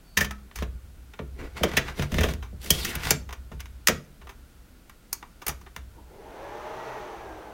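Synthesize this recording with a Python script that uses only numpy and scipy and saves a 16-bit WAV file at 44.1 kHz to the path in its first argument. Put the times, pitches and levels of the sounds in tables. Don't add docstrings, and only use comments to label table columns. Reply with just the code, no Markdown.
import sys
import numpy as np
from scipy import signal
from scipy.fft import rfft, irfft, next_fast_len
from scipy.io import wavfile
from scipy.ndimage import uniform_filter1d

SR = 44100
rng = np.random.default_rng(int(sys.argv[2]) if len(sys.argv) > 2 else 0)


def dump_mix(stems):
    frames = np.atleast_2d(stems).T
    limited = np.clip(frames, -1, 1)
    pcm = np.round(limited * 32767).astype(np.int16)
    wavfile.write(sys.argv[1], SR, pcm)


N = 332073
TIME = np.arange(N) / SR
RING_TIME = TIME[:SR // 2]
LEAD = 256

# (time [s], level [dB], body [dB], treble [dB], contact time [s])
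CONTACTS = [(0.173, -19, -14.5, -5.5, .0086), (0.1877, -32.5, 0.5, -6, 0.0084),
            (0.2085, -29, -10, -2, 0.015), (0.246, -35, -3, -4, 0.0077), (0.3093, -39, -2, -5, .006),
            (0.513, -51.5, -1, -20, .0023), (0.558, -41, -5, -1, 0.0083), (0.5875, -40.5, -3, -8, .001),
            (0.6238, -38, -0.5, -9.5, 0.009), (1.136, -48, -4.5, -12, 0.0055), (1.191, -42, 2.5, -17, .004),
            (1.6338, -24.5, -1, -5.5, 0.0064), (1.735, -40, 1, -9, .004), (1.770, -18.5, -14, -7, 0.0097),
            (1.883, -37.5, -0.5, -15, 0.0061), (1.995, -33.5, -8, -11, 0.0044),
            (2.022, -33, -1.5, -8.5, 0.01), (2.119, -39.5, -6, -6, .008), (2.1421, -32.5, -7, -8, .0025),
            (2.184, -26, -8, -11.5, 0.0075), (2.208, -31, -8, -5.5, 0.0093), (2.235, -28, -3, -6.5, 0.012),
            (2.2875, -36, -3.5, -10, 0.015), (2.3367, -43, -4.5, -2.5, 0.0016),
            (2.427, -45, 0.5, -11, 0.021), (2.659, -43, -7.5, -2.5, .004), (2.7048, -30.5, -9.5, 11, 0.003),
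            (2.848, -30, -24, -1, 0.0048), (2.9534, -33.5, -14, -8, 0.0057),
            (3.0535, -33.5, -16, -6.5, .0022), (3.107, -22, -7.5, 3, 0.0031), (3.2909, -46, 3, -9, .0044),
            (3.308, -47.5, 1, -9, .003), (3.3269, -41.5, -0.5, -5, 0.0077),
            (3.5182, -51.5, 4.5, -10, 0.022), (3.597, -48.5, -8, -12, .008),
            (3.6038, -43, -8.5, -1.5, .003), (3.657, -49, -2.5, -8, .001),
            (3.8723, -17.5, -15.5, -1, 0.0019), (3.8846, -18, -5.5, -4, 0.0014),
            (4.216, -54.5, 1, -13, 0.012), (4.271, -51, 4, -11, 0.0065), (4.293, -47, 1, -7.5, 0.014),
            (4.8963, -51.5, 1, -9, 0.0035), (5.129, -40.5, 1.5, 10, 0.0026),
            (5.2271, -46, 4.5, -13, 0.0024), (5.4192, -46.5, 3.5, -5.5, 0.0091),
            (5.466, -35, -3.5, 0.5, 0.0038), (5.481, -33.5, -2.5, -2, .0076), (5.492, -38.5, 2, 0.5, 0.011),
            (5.6128, -59.5, 7.5, -1, .0067), (5.6643, -52.5, 3.5, -17, 0.01),
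            (5.763, -38, -2.5, -6.5, 0.0016)]
# (low edge [Hz], high edge [Hz])
CLICK_BANDS = [(340, 1250), (1250, 3400), (4300, 8000), (8000, 16000)]
# (frequency [Hz], level [dB])
PANEL_COLOUR = [(380, -3), (580, -14.5), (850, -4.5), (1050, -4.5), (1500, -1), (2200, -0.5), (2600, -0.5),
                (3200, -2.5), (4200, 11.5), (5300, 6.5), (6300, 8), (7500, -4.5), (9500, -6.5), (12000, -7),
                (15000, -5)]
# (frequency [Hz], level [dB], fade time [s])
CASE_NOTES = [(924.4, 5, 0.12), (1160, -10, 0.55), (1395, 6.5, 0.068), (1560, 4, .14), (1926, 13, 0.054),
              (2110, 10, 0.047), (2290, 7.5, 0.133), (3090, -10.5, 0.066), (3240, -11.5, 0.069),
              (3240, -6, 0.06), (4130, -3, 0.123), (4610, 8.5, 0.0415), (5310, -26.5, 0.047),
              (5960, 11, 0.07), (5920, 10, 0.1), (6140, -4.5, 0.05), (6740, 7, 0.16)]
# (time [s], level [dB], favoured frequency [Hz])
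TRAY_HITS = [(0.171, -27, 1900), (.21, -23, 1850), (0.244, -38.5, 3320), (0.309, -38.5, 1260),
             (1.635, -25, 3240), (1.77, -33, 1400), (2.233, -31, 3100), (2.705, -16.5, 3200),
             (3.106, -24, 7050)]
# (frequency [Hz], level [dB], fade time [s])
TRAY_NOTES = [(1160, -29.5, 0.26), (1298, -5.5, 0.12), (1662, -22.5, 0.11), (1770, -4.5, 0.12),
              (1884, -8.5, 0.14), (1958, -7, 0.052), (2270, -13, 0.059), (3097, -5.5, 0.04),
              (3057, -0.5, 0.012), (3280, -9, .07), (5430, 3, 0.06), (6740, -10.5, 0.053), (7350, 7, .07),
              (7610, -8.5, .06)]
# (time [s], level [dB], fade time [s])
SPRING_TICKS = [(2.9531, -31.5, 0.026), (4.8957, -52, .02), (5.129, -29.5, 0.016), (5.466, -31, .02),
                (5.481, -24.5, .04)]
# (start [s], length [s], level [dB], brightness [dB], rumble [dB])
PUSHES = [(1.397, 0.058, -52, -6, -36.5), (1.568, 0.34, -48.5, -4, -39.5), (1.981, 0.062, -46.5, -1, -38),
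          (2.134, .18, -48.5, 0, -31.5), (2.645, .06, -47, 3, -41.5), (2.736, 0.17, -41.5, 2.5, -37.5),
          (2.943, .06, -48.5, -5, -47), (3.046, 0.077, -38, -0.5, -36.5)]
# (frequency [Hz], level [dB])
SCRAPE_COLOUR = [(500, -2), (900, -0.5), (1700, 1), (2400, -3), (3300, 0.5), (4500, -1.5), (6200, -8.5),
                 (8500, -7), (13000, -8), (16000, -11.5)]
# (low edge [Hz], high edge [Hz])
SCRAPE_BANDS = [(600, 2500), (2500, 7000), (7000, 16000)]
# (level [dB], share of brightness [dB per dB])
SCRAPE_MIX = [(0, -1), (1.5, 0.5), (-4.5, 1.5)]
# (time [s], frequency [Hz], level [dB])
BAY_GAP = [(2.74, 5630, -68), (2.81, 4600, -40), (2.87, 2740, -41), (2.92, 1977, -37), (2.98, 1560, -52.5),
           (3.05, 1660, -79)]
# (time [s], level [dB], tilt to treble [dB per octave])
LANDINGS = [(0.172, -35, -3.5), (0.212, -34.5, 3), (0.621, -31.5, -1.5), (1.194, -35, 0),
            (1.61, -29.5, -2.5), (1.637, -28.5, 7), (1.736, -34.5, -4), (1.772, -28.5, 1.5),
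            (1.991, -26.5, -3.5), (2.119, -30, -6.5), (2.143, -29, -5), (2.184, -23, -3.5),
            (2.21, -31.5, 1.5), (2.24, -34, 8), (2.29, -33.5, -4), (2.337, -37, -7.5), (2.527, -42.5, -6),
            (2.707, -25.5, -3.5), (2.955, -36, -6.5), (3.057, -37.5, -10), (3.11, -28.5, .5),
            (3.514, -42.5, -3), (3.885, -29.5, 0.5), (3.896, -29.5, 4), (5.484, -40, -1),
            (5.767, -48.5, -3.5)]
# (low edge [Hz], high edge [Hz])
THUMP_BANDS = [(40, 110), (110, 260), (260, 680)]
# (centre [Hz], level [dB])
THUMP_MIX = [(66, -8), (170, -1.5), (420, -1.5)]
# (frequency [Hz], level [dB], fade time [s])
DESK_NOTES = [(78.5, -4, 0.21), (119, -10, 0.13), (142.2, 0.5, 0.22), (184.5, -8, 0.16), (235, -9, 0.14),
              (334.7, 2, .09), (425.7, 1.5, 0.16), (564, -6, 0.14)]
# (time [s], level [dB], fade time [s])
HAND_LEANS = [(0.17, -25, 0.69), (0.559, -28.5, 1.5), (1.19, -38, 5), (1.76, -34, 1.1), (2.22, -28.5, 1.8),
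              (2.74, -31.5, 1.1), (3.13, -32.5, 1.9), (3.52, -34.5, 1.38), (4.22, -41.5, 1.55),
              (5.461, -34, 0.76), (5.77, -37.5, 1.27), (7.24, -45, 0.73)]
# (time [s], speed [turns per second])
FAN_SPEED = [(6.0, 60), (6.25, 88.3), (6.45, 112.4), (6.6, 121.2), (6.75, 127), (6.9, 130), (7.1, 118.5),
             (7.3, 106.8), (7.53, 100.6)]
# (rate [cycles per turn], level [dB])
BLADE_TONES = [(1, -20.5), (3, -15), (5, -10), (7, -10.5), (10, -19.5), (15, -24.5), (20, -34.5)]
# (frequency [Hz], width [Hz], boost [dB])
CASE_BOOSTS = [(632, 9.5, 4.5), (1640, 100, 11.5), (1980, 37, 11)]
# (frequency [Hz], level [dB], fade time [s])
AIR_NOTES = [(398, -10.5, 0.027), (447, -5.5, 0.1), (810, -3, 0.035), (910, -13, 0.013)]
# (frequency [Hz], level [dB])
AIR_COLOUR = [(60, -40.5), (100, -21), (170, -19), (278, -11), (390, -5), (520, -10.5), (620, -3.5),
              (710, -6), (870, -4), (1080, -9), (1900, -16.5), (3000, -23), (5100, -33), (6100, -29),
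              (6800, -36), (8000, -43), (14000, -45)]
RUSH_COLOUR = [(600, -5), (1200, 5), (2000, 1.5)]
RUMBLE_COLOUR = [(50, -2), (110, -8), (220, -6.5), (600, -14), (1500, -47)]
BRUSH_COLOUR = [(150, -22), (300, -1), (1000, -16), (1400, -26), (5000, -49)]
ROOM_COLOUR = [(12, -48.5), (20, -11), (63, -9), (77, -21.5), (93, -20), (228, -21), (377, -28.5),
               (410, -30), (1190, -37.5), (1440, -31), (1610, -37.5), (4060, -42), (4420, -42), (5380, -44),
               (16000, -46)]


def clicks(gain_db=0.5, case_db=-18.5, scuff_db=-22, buzz_db=-14, hollow_db=-5.5, sizzle_share=1.32):
    out = np.zeros(N)
    for s, db, body_db, treble_db, contact_s in CONTACTS:
        drag = contact_s / 0.0011
        strike = np.exp(-RING_TIME / contact_s)
        buzz = gain(buzz_db) * np.sqrt(drag) * fade(t60=0.063)
        force = chatter(np.hypot(strike, buzz), even_hz=890)
        scuff = np.linspace(0, 1, LEAD) ** 2 * rng.standard_normal(LEAD)
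        force[:LEAD] += gain(scuff_db) * drag * np.std(force[LEAD:2 * LEAD]) * scuff
        force += gain(hollow_db) * band(chatter(fade(t60=0.11), even_hz=384), (1000, 2600), order=2)
        case = gain(case_db) * ring(gripped(CASE_NOTES), size=len(force))
        click = colour(through(force, case), PANEL_COLOUR)
        levels_db = db + np.array([body_db, 0, treble_db, sizzle_share * treble_db])
        add(out, s - LEAD / SR, balance(click, CLICK_BANDS, levels_db, span_s=0.0065))
    return out * gain(gain_db)


def tray_ring(spread_octaves=0.38, hum_hz=205, hum_db=-31):
    out = np.zeros(N)
    for s, db, favoured_hz in TRAY_HITS:
        metal = ring([(hz, note_db - 6 * (np.log2(hz / favoured_hz) / spread_octaves) ** 2, t60)
                      for hz, note_db, t60 in TRAY_NOTES])
        add(out, s, gain(db) * metal / np.std(metal[:SR // 100]))
    hum = gain(hum_db) * fade(t60=0.62) * np.sin(2 * np.pi * hum_hz * RING_TIME)
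    add(out, TRAY_HITS[0][0], hum)
    return out


def springs(band_hz=(9000, 15500)):
    out = np.zeros(N)
    for s, db, t60 in SPRING_TICKS:
        snap = band(chatter(fade(t60), even_hz=1500), band_hz, order=2)
        add(out, s - LEAD / SR, gain(db) * snap / np.std(snap[LEAD:2 * LEAD]))
    return out


def tray_slide(catches_per_s=120, case_db=-13.5, desk_db=-22.5, rise_s=0.018, fall_s=0.023):
    case = gain(case_db) * ring(CASE_NOTES)
    grains = rng.standard_normal(N) * gain(0.5 * drift(900) + 2 * drift(60))
    snags = rng.exponential(size=N) * (rng.random(N) < catches_per_s / SR)
    catches = signal.fftconvolve(snags, fade(t60=0.007))[:N]
    grains *= 1 + gain(-3) * catches
    rub = colour(through(grains, case), SCRAPE_COLOUR)
    parts = [unit(band(rub, edges)) for edges in SCRAPE_BANDS]
    desk = through(rng.standard_normal(N), gain(desk_db) * ring(DESK_NOTES))
    rumble = gain(-2) * unit(colour(desk, RUMBLE_COLOUR))
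    out = np.zeros(N)
    for s, length, db, bright_db, rumble_db in PUSHES:
        scrape = sum(gain(db + base_db + share * bright_db) * part
                     for part, (base_db, share) in zip(parts, SCRAPE_MIX))
        push = np.exp(np.minimum(TIME - s, 0) / rise_s - np.maximum(TIME - s - length, 0) / fall_s)
        out += push * (scrape + gain(rumble_db) * rumble)
    return out


def bay_scrape(width_hz=1400, grit_db=1.5):
    hz, db = curves(BAY_GAP)
    inside = (TIME > BAY_GAP[0][0]) & (TIME < BAY_GAP[-1][0])
    return inside * gain(db) * unit(pitched_noise(hz, width_hz) * gain(grit_db * drift(300)))


def grip_rub(s=0.598, db=-47):
    grains = rng.standard_normal(N) * gain(2.7 * drift(700))
    return gain(db) * swell(s, width_s=0.026) * unit(band(grains, (900, 3600), order=1))


def tray_squeak(hz=4500, wander_hz=90, db=-62):
    cycles = np.cumsum(hz + wander_hz * drift(500)) / SR
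    loudness = np.interp(TIME, [.02, .09, .165, .175], [0, 1, 1, 0])
    return gain(db) * loudness * np.sin(2 * np.pi * cycles)


def desk_thumps(gain_db=-1, desk_db=-19, rattle_db=-15, shudder_db=-10):
    out = np.zeros(N)
    desk = gain(desk_db) * ring(DESK_NOTES)
    middle_hz = THUMP_MIX[1][0]
    for s, db, tilt_db in LANDINGS:
        levels_db = [db + base_db + tilt_db * np.log2(hz / middle_hz) for hz, base_db in THUMP_MIX]
        force = chatter(fade(t60=0.013) + gain(rattle_db) * fade(t60=0.22), even_hz=137.6, size=16384)
        shudder = band(chatter(fade(t60=0.46), even_hz=130.3, size=16384), (45, 420), order=2)
        thump = through(force + gain(shudder_db) * shudder, desk)
        add(out, s - LEAD / SR, balance(thump, THUMP_BANDS, levels_db, span_s=0.021))
    return out * gain(gain_db)


def desk_boom(hz=62, wander_hz=1.5, rise_s=0.026, gain_db=-2, rumble_db=-4):
    power = np.zeros(N)
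    for s, db, t60 in HAND_LEANS:
        age = np.maximum(TIME - s, 0)
        power += (gain(db) * (1 - np.exp(-age / rise_s)) * fade(t60, age)) ** 2
    cycles = np.cumsum(hz + wander_hz * drift(15)) / SR
    note = unit(np.sin(2 * np.pi * cycles))
    rumble = unit(band(rng.standard_normal(N), (38, 84), order=2))
    return gain(gain_db) * np.sqrt(power) * (note + gain(rumble_db) * rumble)


def hand_brush(s=5.995, db=-54):
    rub = unit(colour(rng.standard_normal(N), BRUSH_COLOUR))
    ringing = gain(-5) * pitched_noise(hz=915, width_hz=190)
    return gain(db) * swell(s, width_s=0.031) * (rub + ringing)


def fans(db=-39.5, db_per_octave=13.5, waver_db=2.5, jitter=0.0017):
    turns_per_s, octaves = fan_speed()
    tones = 0
    for speed_ratio, fan_db in ((1, 0), (0.98, -9)):
        turns = np.cumsum(speed_ratio * turns_per_s * (1 + jitter * drift(60))) / SR
        for per_turn, tone_db in BLADE_TONES:
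            boost_db = sum(peak_db / (1 + ((per_turn * turns_per_s - hz) / width) ** 2)
                           for hz, width, peak_db in CASE_BOOSTS)
            loudness = gain(tone_db + boost_db + fan_db + waver_db * drift(17))
            tones += loudness * np.sin(2 * np.pi * per_turn * turns)
    air = through(rng.standard_normal(N), gain(-22) * ring(AIR_NOTES))
    air = unit(colour(air, AIR_COLOUR))
    air += colour(air, RUSH_COLOUR) * (gain(7 * octaves) - 1)
    air *= gain(-1 + 0.24 * drift(12))
    whine = gain(2 + 10 * octaves) * tones
    powered = np.interp(TIME, [5.98, 6.13], [0, 1])
    return powered * gain(db + db_per_octave * octaves) * (air + whine)


def case_whirr(db=-51, db_per_octave=2):
    _, octaves = fan_speed()
    started = np.interp(TIME, [6.06, 6.14], [0, 1])
    whirr = unit(band(pitched_noise(hz=400, width_hz=170), (180, 700), order=2))
    return started * gain(db + db_per_octave * octaves) * whirr


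def room_echo(t60=0.25, dull_hz=4400):
    soften = signal.butter(1, dull_hz, fs=SR, output="sos")
    tail = signal.sosfilt(soften, rng.standard_normal(len(RING_TIME))) * fade(t60)
    return tail / np.linalg.norm(tail)


def room_tone(db=-57):
    noise = colour(rng.standard_normal(N), ROOM_COLOUR)
    return gain(db) * noise / np.std(band(noise, (100, 16000)))


def fan_speed():
    turns_per_s, = curves(FAN_SPEED)
    return turns_per_s, np.log2(turns_per_s / 120)


def gripped(notes, detune=0.012):
    return [(hz * (1 + detune * rng.standard_normal()), db, t60) for hz, db, t60 in notes]


def ring(notes, size=SR // 2):
    t = RING_TIME[:size]
    sound = sum(gain(db) * fade(t60, t) * np.sin(2 * np.pi * (hz * t + rng.random()))
                for hz, db, t60 in notes)
    return sound / np.linalg.norm(sound)


def chatter(shape, even_hz, size=8192):
    spectrum = rfft(np.roll(rng.standard_normal(size) * shape[:size], LEAD))
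    power = uniform_filter1d(np.abs(spectrum) ** 2, int(even_hz * size / SR))
    return irfft(spectrum / np.sqrt(np.abs(power) + 1e-12))


def pitched_noise(hz, width_hz):
    phase = 2 * np.pi * np.cumsum(hz * np.ones(N)) / SR
    return drift(width_hz) * np.cos(phase) + drift(width_hz) * np.sin(phase)


def balance(blow, bands_hz, levels_db, span_s):
    parts = [band(blow, edges, order=5) for edges in bands_hz]
    onset = slice(LEAD, LEAD + int(span_s * SR))
    return sum(gain(db) * part / np.std(part[onset]) for part, db in zip(parts, levels_db))


def through(x, response):
    return x + signal.fftconvolve(x, response)[:len(x)]


def colour(x, points):
    hz, db = np.transpose(points)
    size = next_fast_len(len(x))
    bins_hz = np.arange(size // 2 + 1) * SR / size
    gains = gain(np.interp(np.log(bins_hz + 1), np.log(hz), db))
    return irfft(rfft(x, size) * gains, size)[:len(x)]


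def band(x, edges_hz, order=3):
    return signal.sosfilt(signal.butter(order, edges_hz, "band", fs=SR, output="sos"), x)


def drift(per_s):
    step = int(SR / per_s)
    stairs = np.repeat(rng.standard_normal(N // step + 1), step)[:N]
    return unit(uniform_filter1d(stairs, step))


def fade(t60, t=RING_TIME):
    return np.exp(-np.log(1000) * t / t60)


def swell(s, width_s):
    return np.exp(-.5 * ((TIME - s) / width_s) ** 2)


def curves(table):
    times, *columns = np.transpose(table)
    return [np.interp(TIME, times, column) for column in columns]


def gain(db):
    return 10 ** (np.asarray(db) / 20)


def unit(x):
    return x / np.sqrt(np.mean(x ** 2) + 1e-20)


def add(out, s, sound):
    start = int(s * SR)
    out[start:start + len(sound)] += sound[:N - start]


def scene():
    handling = clicks() + springs() + tray_ring() + grip_rub()
    handling += tray_slide() + bay_scrape() + tray_squeak()
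    handling = through(handling, gain(-15) * room_echo())
    desk = desk_thumps() + desk_boom()
    return (handling + desk + hand_brush() + fans() + case_whirr() + room_tone())[None]


def record(dry, top_hz=15900):
    treble_cut = signal.ellip(10, .2, 70, top_hz, fs=SR, output="sos")
    return signal.sosfilt(treble_cut, np.clip(dry, -1, 1))


dry = scene()
out = record(dry)
dump_mix(out)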